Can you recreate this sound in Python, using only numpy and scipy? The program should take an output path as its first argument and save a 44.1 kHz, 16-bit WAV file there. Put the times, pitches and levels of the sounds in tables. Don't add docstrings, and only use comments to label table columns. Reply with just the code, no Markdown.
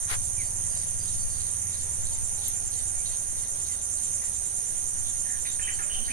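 import sys
import numpy as np
from scipy import signal
from scipy.io import wavfile
from scipy.ndimage import uniform_filter1d

SR = 44100
rng = np.random.default_rng(int(sys.argv[2]) if len(sys.argv) > 2 else 0)


def to_wav(s):
    ch = np.atleast_2d(s).T
    pcm = np.round(np.clip(ch, -1, 1) * 32767)
    wavfile.write(sys.argv[1], SR, pcm.astype(np.int16))


N = 270171
T = np.arange(N) / SR
PORT_LAG = int(.00042 * SR)

# frequency in Hz, relative spectral density in dB.
HUM_SPECTRUM = [(35, -35), (60, 1.5), (92, -9), (129, -11), (360, -19), (680, -17.5), (1170, -25.5),
                (1930, -22), (2560, -27.5), (3600, -25.5), (5200, -30), (6760, -54), (11400, -120)]
# time in seconds, firing rate in Hz, level in dB.
ENGINE_RUN = [(0, 18.1, -41.5), (0.702, 19.6, -44), (2.1, 20.6, -45), (3.4, 21.1, -52), (4.2, 21, -52),
              (6.13, 20.5, -56)]
# centre in Hz, width in Hz, relative gain in dB.
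EXHAUST_MODES = [(95.1, 32.3, 8.5), (85.5, 11, 6.5), (143.7, 27, -1)]
# start and length in seconds, first and last pitch in Hz, level in dB.
WHINE_GLIDES = [(1.82, .66, 975, 805, -60), (2.46, .62, 890, 730, -60.5)]
# delay and length of a note in seconds, its first, middle and last
# pitch in Hz, dB above the phrase's level.
PHRASE_NOTES = [(0, 0.035, 3250, 4150, 4770, 13.5), (0, .035, 3800, 3900, 3700, 13.5),
                (0.044, 0.0305, 3700, 3900, 3550, 3.5), (0.072, 0.017, 4800, 4300, 5000, 13.5),
                (.07, 0.044, 3800, 3700, 3900, 11), (.065, 0.018, 3500, 3100, 3450, 5)]
# start in seconds, level in dB.
PHRASE_REPEATS = [(.745, -62.5), (1.066, -63), (1.39, -61), (1.72, -61.5), (2.049, -61), (2.368, -64),
                  (2.712, -60), (3.045, -58.5), (3.36, -66.5), (3.645, -63), (3.96, -65), (5.45, -62.5),
                  (6.04, -62)]
# start and length in seconds, first and last pitch in Hz,
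# level in dB.
BIRD_WHISTLES = [(0.369, 0.075, 2433, 1744, -44), (1.125, 0.021, 5900, 4630, -44),
                 (1.774, .012, 5070, 4470, -48), (2.144, 0.089, 2100, 1820, -57),
                 (2.476, 0.034, 2100, 1840, -54), (2.76, 0.047, 2100, 1880, -56),
                 (2.954, 0.1, 2200, 2570, -57), (3.083, 0.056, 2085, 1880, -59),
                 (3.414, 0.052, 2085, 1890, -54), (3.68, 0.081, 2100, 1846, -53),
                 (5.622, .045, 3120, 3100, -38.5), (5.9, 0.046, 2900, 3130, -40),
                 (5.94, 0.023, 3150, 3140, -34)]
BIRD_HOOTS = [(5.834, 0.083, 585, 626, -51.5), (5.939, 0.073, 762, 760, -48), (5.979, 0.062, 226, 225, -47),
              (6.091, 0.037, 250, 290, -45)]
# start and length in seconds, top pitch in Hz, level in dB.
BIRD_CLUCKS = [(4.208, 0.036, 2010, -46.5), (5.447, 0.025, 2012, -42.5), (5.463, 0.021, 1920, -42),
               (5.445, 0.037, 2500, -45), (5.588, 0.019, 1827, -35.5), (5.61, 0.018, 1880, -48),
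               (5.665, 0.042, 1990, -34.5), (5.7, 0.03, 2350, -47), (5.674, 0.03, 2500, -41),
               (5.708, 0.034, 2020, -55), (5.785, 0.02, 1776, -35.5), (5.788, 0.0364, 1392, -37),
               (5.819, 0.03, 1790, -48), (5.817, 0.031, 2530, -44), (5.884, 0.026, 1710, -44),
               (6.074, 0.032, 1904, -40), (6.097, 0.03, 2524, -35)]
# start and length in seconds, throat resonance and width in Hz, level in dB.
BIRD_RASPS = [(0.43, 0.067, 4660, 700, -55.5), (0.688, 0.14, 4870, 600, -55.5),
              (0.985, 0.088, 4830, 400, -52), (1.177, 0.074, 4560, 350, -55),
              (1.282, 0.12, 4540, 800, -54.5), (2.41, 0.074, 3740, 1200, -47.5),
              (5.038, 0.064, 3640, 1000, -49), (5.245, 0.13, 1770, 500, -50),
              (5.445, 0.067, 3700, 500, -46), (5.6, 0.11, 2560, 540, -49.5), (5.616, 0.13, 3030, 298, -47),
              (5.75, 0.11, 3090, 300, -62), (5.72, 0.057, 4480, 700, -54), (6.03, 0.1, 4300, 900, -60),
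              (5.89, 0.12, 3020, 394, -44), (6.009, 0.069, 3090, 310, -48)]
# time in seconds, level in dB.
FAR_CRICKET_LEVELS = [(.2, -42), (.9, -42), (1.2, -37.5), (2.2, -36), (3.4, -37.5), (4.6, -36),
                      (5.1, -37.5), (5.8, -37)]
NEAR_CRICKET_LEVELS = [(0, -32.5), (.8, -34.5), (1.5, -35.5), (2.1, -31.5), (2.9, -32), (3.3, -37),
                       (4, -30.5), (4.9, -35), (5.8, -30)]
# bursts per second at the start and at the end, throb rate in Hz,
# throb depth from 0 to 1, left and right level in dB.
LOW_CICADAS = [(139, 139, 60, .95, -41, -37), (118, 118, 7, .1, -47, -42)]
HIGH_CICADAS = [(120.1, 120, 3.5, 0, -37, -31.5), (97.4, 91, 13, 0, -58, -34),
                (112, 65, 13, 0.05, -52, -34)]
# centre in Hz, width in Hz, relative gain in dB.
LOW_ABDOMEN = [
    [(6396, 880, 2), (5615, 610, -11), (6120, 280, -2), (11600, 1300, -21.5), (12970, 500, -8.5)],
    [(6427, 940, 4.5), (5660, 310, -13), (13070, 750, -16.5), (13700, 400, -25)],
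]
HIGH_ABDOMEN = [
    [(8980, 1430, 2), (10060, 820, 4.5), (11025, 200, -5.5)],
    [(8760, 990, -1), (9348, 640, 0), (9870, 670, -13)],
]
# time in seconds, high kind in dB, low kind in dB.
CHORUS_SWELL = [(0.0, -34, -45.5), (0.1, -34, -45), (1.17, -34, -47), (2.52, -35, -45.5), (2.87, -34, -46),
                (3.79, -35, -46.5), (3.93, -33.5, -45), (5.972, -34, -46), (6.0, -34, -46)]
# time in seconds, level change in dB.
DRONE_DIPS = [(0.138, -22), (0.86, -9), (1.267, -5), (1.73, -6), (2.035, -15), (2.162, -23), (2.694, -24),
              (3.466, -13.5), (3.66, -10), (3.807, -13), (4.233, -14), (5.513, -8), (5.727, -13)]


def undb(db):
    return 10 ** (np.asarray(db) / 20)


def level(x, db):
    return x * undb(db) / np.sqrt(np.mean(x ** 2))


def ring(x, hz, width, order=2):
    b, a = signal.iirpeak(hz, hz / width, fs=SR)
    for _ in range(order):
        x = signal.lfilter(b, a, x)
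    return x


def walk(rate):
    hold = int(SR / rate)
    steps = np.repeat(rng.standard_normal(N // hold + 1), hold)
    return 2.2 * uniform_filter1d(uniform_filter1d(steps, hold), hold)[:N]


def clicks(rate, jitter_s, scatter_db):
    cycles = np.flatnonzero(np.diff(np.floor(np.cumsum(rate) / SR)))
    timing, size = rng.standard_normal((N // 40, 2))[:len(cycles)].T
    onsets = np.clip(cycles + (jitter_s * SR * timing).astype(int), 0, N - 1)
    out = np.zeros(N)
    np.add.at(out, onsets, undb(scatter_db * size))
    return out


def window(start, length, edge):
    return np.sin(np.pi / 2 * np.clip(np.minimum(T - start, start + length - T) / edge, 0, 1)) ** 2


def foliage(x, t60, wet_db):
    t = T[:int(SR * .5)]
    response = level(rng.standard_normal(len(t)) * np.exp(-np.log(1000) * t / t60), wet_db)
    response /= np.sqrt(len(t))
    response[:int(.01 * SR)] = 0
    response[0] = 1
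    return signal.fftconvolve(x, response)[:N]


def garden_hum():
    out = 0
    spectrum_hz, spectrum_db = np.transpose(HUM_SPECTRUM)
    for hz in 60 * 2 ** np.arange(0, 6.5, 1 / 3):
        mid, side = (ring(rng.standard_normal(N), hz, hz / 2.93) for _ in range(2))
        band = mid + min(hz / 300, 1) * side * np.array([[1], [-1]])
        band_db = np.interp(np.log(hz), np.log(spectrum_hz), spectrum_db)
        flicker_db = .5 * walk(4) + 1.5 * min(hz / 3000, 1) * walk(40)
        out = out + undb(band_db + flicker_db) * band
    return level(out, -47.5)


def engine():
    times, firing_hz, db = np.transpose(ENGINE_RUN)
    firings = clicks(np.interp(T, times, firing_hz), jitter_s=.0009, scatter_db=1.8)
    exhaust = sum(undb(gain_db) * ring(firings, hz, width) for hz, width, gain_db in EXHAUST_MODES)
    ports = np.array([foliage(exhaust, t60=.35, wet_db=-8.5) for _ in range(2)])
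    return level(ports, 0) * undb(np.interp(T, times, db))


def whine(fade_db_per_s=4):
    waver, flicker_db = 1 + .009 * walk(50), 2 * walk(15)
    out = 0
    for start, length, first_hz, last_hz, db in WHINE_GLIDES:
        hz = np.interp(T, [start, start + length], [first_hz, last_hz]) * waver
        envelope = window(start, length, .08) * undb(db + flicker_db - fade_db_per_s * (T - start))
        out = out + envelope * np.sin(2 * np.pi * np.cumsum(hz) / SR)
    return out


def breeze():
    air = rng.standard_normal((2, N))
    air = signal.sosfilt(signal.butter(1, [3, 9], "band", fs=SR, output="sos"), air)
    air = signal.sosfilt(signal.butter(2, 70, fs=SR, output="sos"), air)
    return level(air * undb(3.05 * walk(2.7)), -38.5)


def leaf_brush():
    grit = rng.standard_normal((2, N)) * undb(1.2 * walk(500))
    body = sum(level(ring(grit, hz, width), db)
               for hz, width, db in [(640, 1300, -46), (1540, 2060, -33.5), (3200, 2000, -44)])
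    hiss = level(ring(grit, 9800, 2200), -32) * undb([[0], [-6]])
    top = level(ring(grit, 10600, 1100, order=3), -49)
    return (body + hiss + top) * window(start=.068, length=.11, edge=.05)


def tick(start=2.481, t60=.047):
    age = np.maximum(T - start, 0)
    burst = (T >= start) * np.exp(-np.log(1000) * age / t60) * rng.standard_normal(N)
    bright = ring(burst, 11300, 2500) + undb(-12) * ring(burst, 13000, 2500)
    return bright / np.abs(bright).max() * undb([[-13], [-28]])


def bird_notes(notes, breath, wobble, breathiness):
    out = np.zeros(N)
    for start, length, *pitches, db in notes:
        span = slice(int(start * SR), int((start + length) * SR))
        hz = np.polyval(np.polyfit([0, .5, 1], pitches, deg=2), (T[span] - start) / length)
        hz *= 1 + .022 * breathiness * wobble[span]
        voice = (1 - breathiness + breathiness * breath[span]) * np.sin(2 * np.pi * np.cumsum(hz) / SR)
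        out[span] += undb(db) * np.sqrt(2 * np.hanning(len(hz))) * voice
    return out


def bird_rasps(pulse_hz=300):
    out = np.zeros(N)
    for start, length, hz, width, db in BIRD_RASPS:
        pulses = clicks(np.full(N, pulse_hz), jitter_s=.0012, scatter_db=2)
        out += window(start, length, .012) * level(ring(pulses, hz, width, order=3), db)
    return out


def birds():
    breath = level(ring(rng.standard_normal(N), 220, 710), 0)
    wobble = walk(400)
    tuning = 1 + .0201 * rng.standard_normal((len(PHRASE_REPEATS), len(PHRASE_NOTES)))
    phrases = [(start + delay, length, *(np.array(pitches) * tuning[j, k]), db + note_db)
               for j, (start, db) in enumerate(PHRASE_REPEATS)
               for k, (delay, length, *pitches, note_db) in enumerate(PHRASE_NOTES)]
    glides = [(start, length, first, first + .33 * (last - first), last, db)
              for start, length, first, last, db in BIRD_WHISTLES + BIRD_HOOTS]
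    clucks = [(start, length, .7 * top, top, .7 * top, db) for start, length, top, db in BIRD_CLUCKS]
    far = bird_notes(phrases, breath, wobble, breathiness=.4)
    near = bird_notes(glides, breath, wobble, breathiness=.28)
    near += bird_notes(clucks, breath, wobble, breathiness=.42) + bird_rasps()
    return np.array([np.roll(foliage(near, t60=.25, wet_db=-2) + foliage(far, t60=.25, wet_db=1), lag)
                     for lag in (PORT_LAG, 0)])


def cricket(times, levels_db, hz, droop_hz, length, left_db):
    t = T[:int(length * SR)]
    pitch = hz - droop_hz * np.abs(2 * t / length - 1) ** 2.2
    stroke = np.hanning(len(t)) ** .3 * np.sin(2 * np.pi * np.cumsum(pitch) / SR)
    tone = np.zeros(N)
    for centre, db in zip(times, levels_db):
        onset = int((centre - length / 2) * SR)
        tone[onset:onset + len(t)] += np.sqrt(2) * undb(db) * stroke
    tone *= undb(.59 * walk(150))
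    left = np.roll(tone, int(.006 * SR)) + .7 * np.roll(tone, int(.03 * SR))
    return np.array([undb(left_db) * foliage(left, t60=.25, wet_db=-5),
                     foliage(tone, t60=.15, wet_db=-8)])


def cicadas(singers, abdomen, swell_db, burst_s, echo_fill, click_db, flicker_db):
    out = np.zeros((2, N))
    burst = np.hanning(int(burst_s * SR))
    shared = .15
    for first_rate, last_rate, throb_hz, throb_depth, *port_db in singers:
        rate = np.linspace(first_rate, last_rate, N) * (1 + .0018 * walk(3))
        buckles = clicks(rate, jitter_s=.00002, scatter_db=.87)
        buckles *= 1 + throb_depth * np.cos(2 * np.pi * throb_hz * T)
        rib_power = level(np.convolve(buckles, burst)[:N], 0) + echo_fill
        common = rng.standard_normal(N)
        for port, lag in enumerate((PORT_LAG, 0)):
            noise = np.sqrt(shared) * common + np.sqrt(1 - shared) * rng.standard_normal(N)
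            tymbal = np.roll(level(np.sqrt(rib_power) * noise, 0) + level(buckles, click_db), lag)
            song = sum((-1) ** k * undb(db + flicker_db * walk(14)) * ring(tymbal, hz, width, order=3)
                       for k, (hz, width, db) in enumerate(abdomen[port]))
            out[port] += level(song, port_db[port])
    return out * undb(swell_db)


def cicada_chorus(turn_db_per_s=.5):
    times, *swells = np.transpose(CHORUS_SWELL)
    high_db, low_db = (np.interp(T, times, db - np.mean(db)) for db in swells)
    dips_db = sum(db * np.exp(-((T - at) / .007) ** 2) for at, db in DRONE_DIPS)
    high_db = np.array([high_db - turn_db_per_s * (T - T.mean()), high_db + dips_db])
    high = cicadas(HIGH_CICADAS, HIGH_ABDOMEN, high_db,
                   burst_s=.0035, echo_fill=1, click_db=-19.5, flicker_db=.54)
    low = cicadas(LOW_CICADAS, LOW_ABDOMEN, low_db,
                  burst_s=.0065, echo_fill=.4, click_db=-10, flicker_db=1)
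    return high + low


def scene():
    near_chirps_s = .04 + .10545 * np.arange(56)
    far_chirps_s = .204 + .10627 * np.arange(54)
    near_db = np.interp(near_chirps_s, *np.transpose(NEAR_CRICKET_LEVELS))
    near_db += .6 * rng.standard_normal(len(near_db))
    far_db = np.interp(far_chirps_s, *np.transpose(FAR_CRICKET_LEVELS))
    insects = (cicada_chorus()
               + cricket(near_chirps_s, near_db, hz=7330, droop_hz=190, length=.04, left_db=-10)
               + cricket(far_chirps_s, far_db, hz=6975, droop_hz=118, length=.042, left_db=-5))
    return insects + birds() + engine() + whine() + garden_hum() + breeze() + leaf_brush() + tick()


def record(dry):
    return signal.sosfilt(signal.ellip(8, .2, 70, 14200, fs=SR, output="sos"), dry)


dry = scene()
out = record(dry)
to_wav(out)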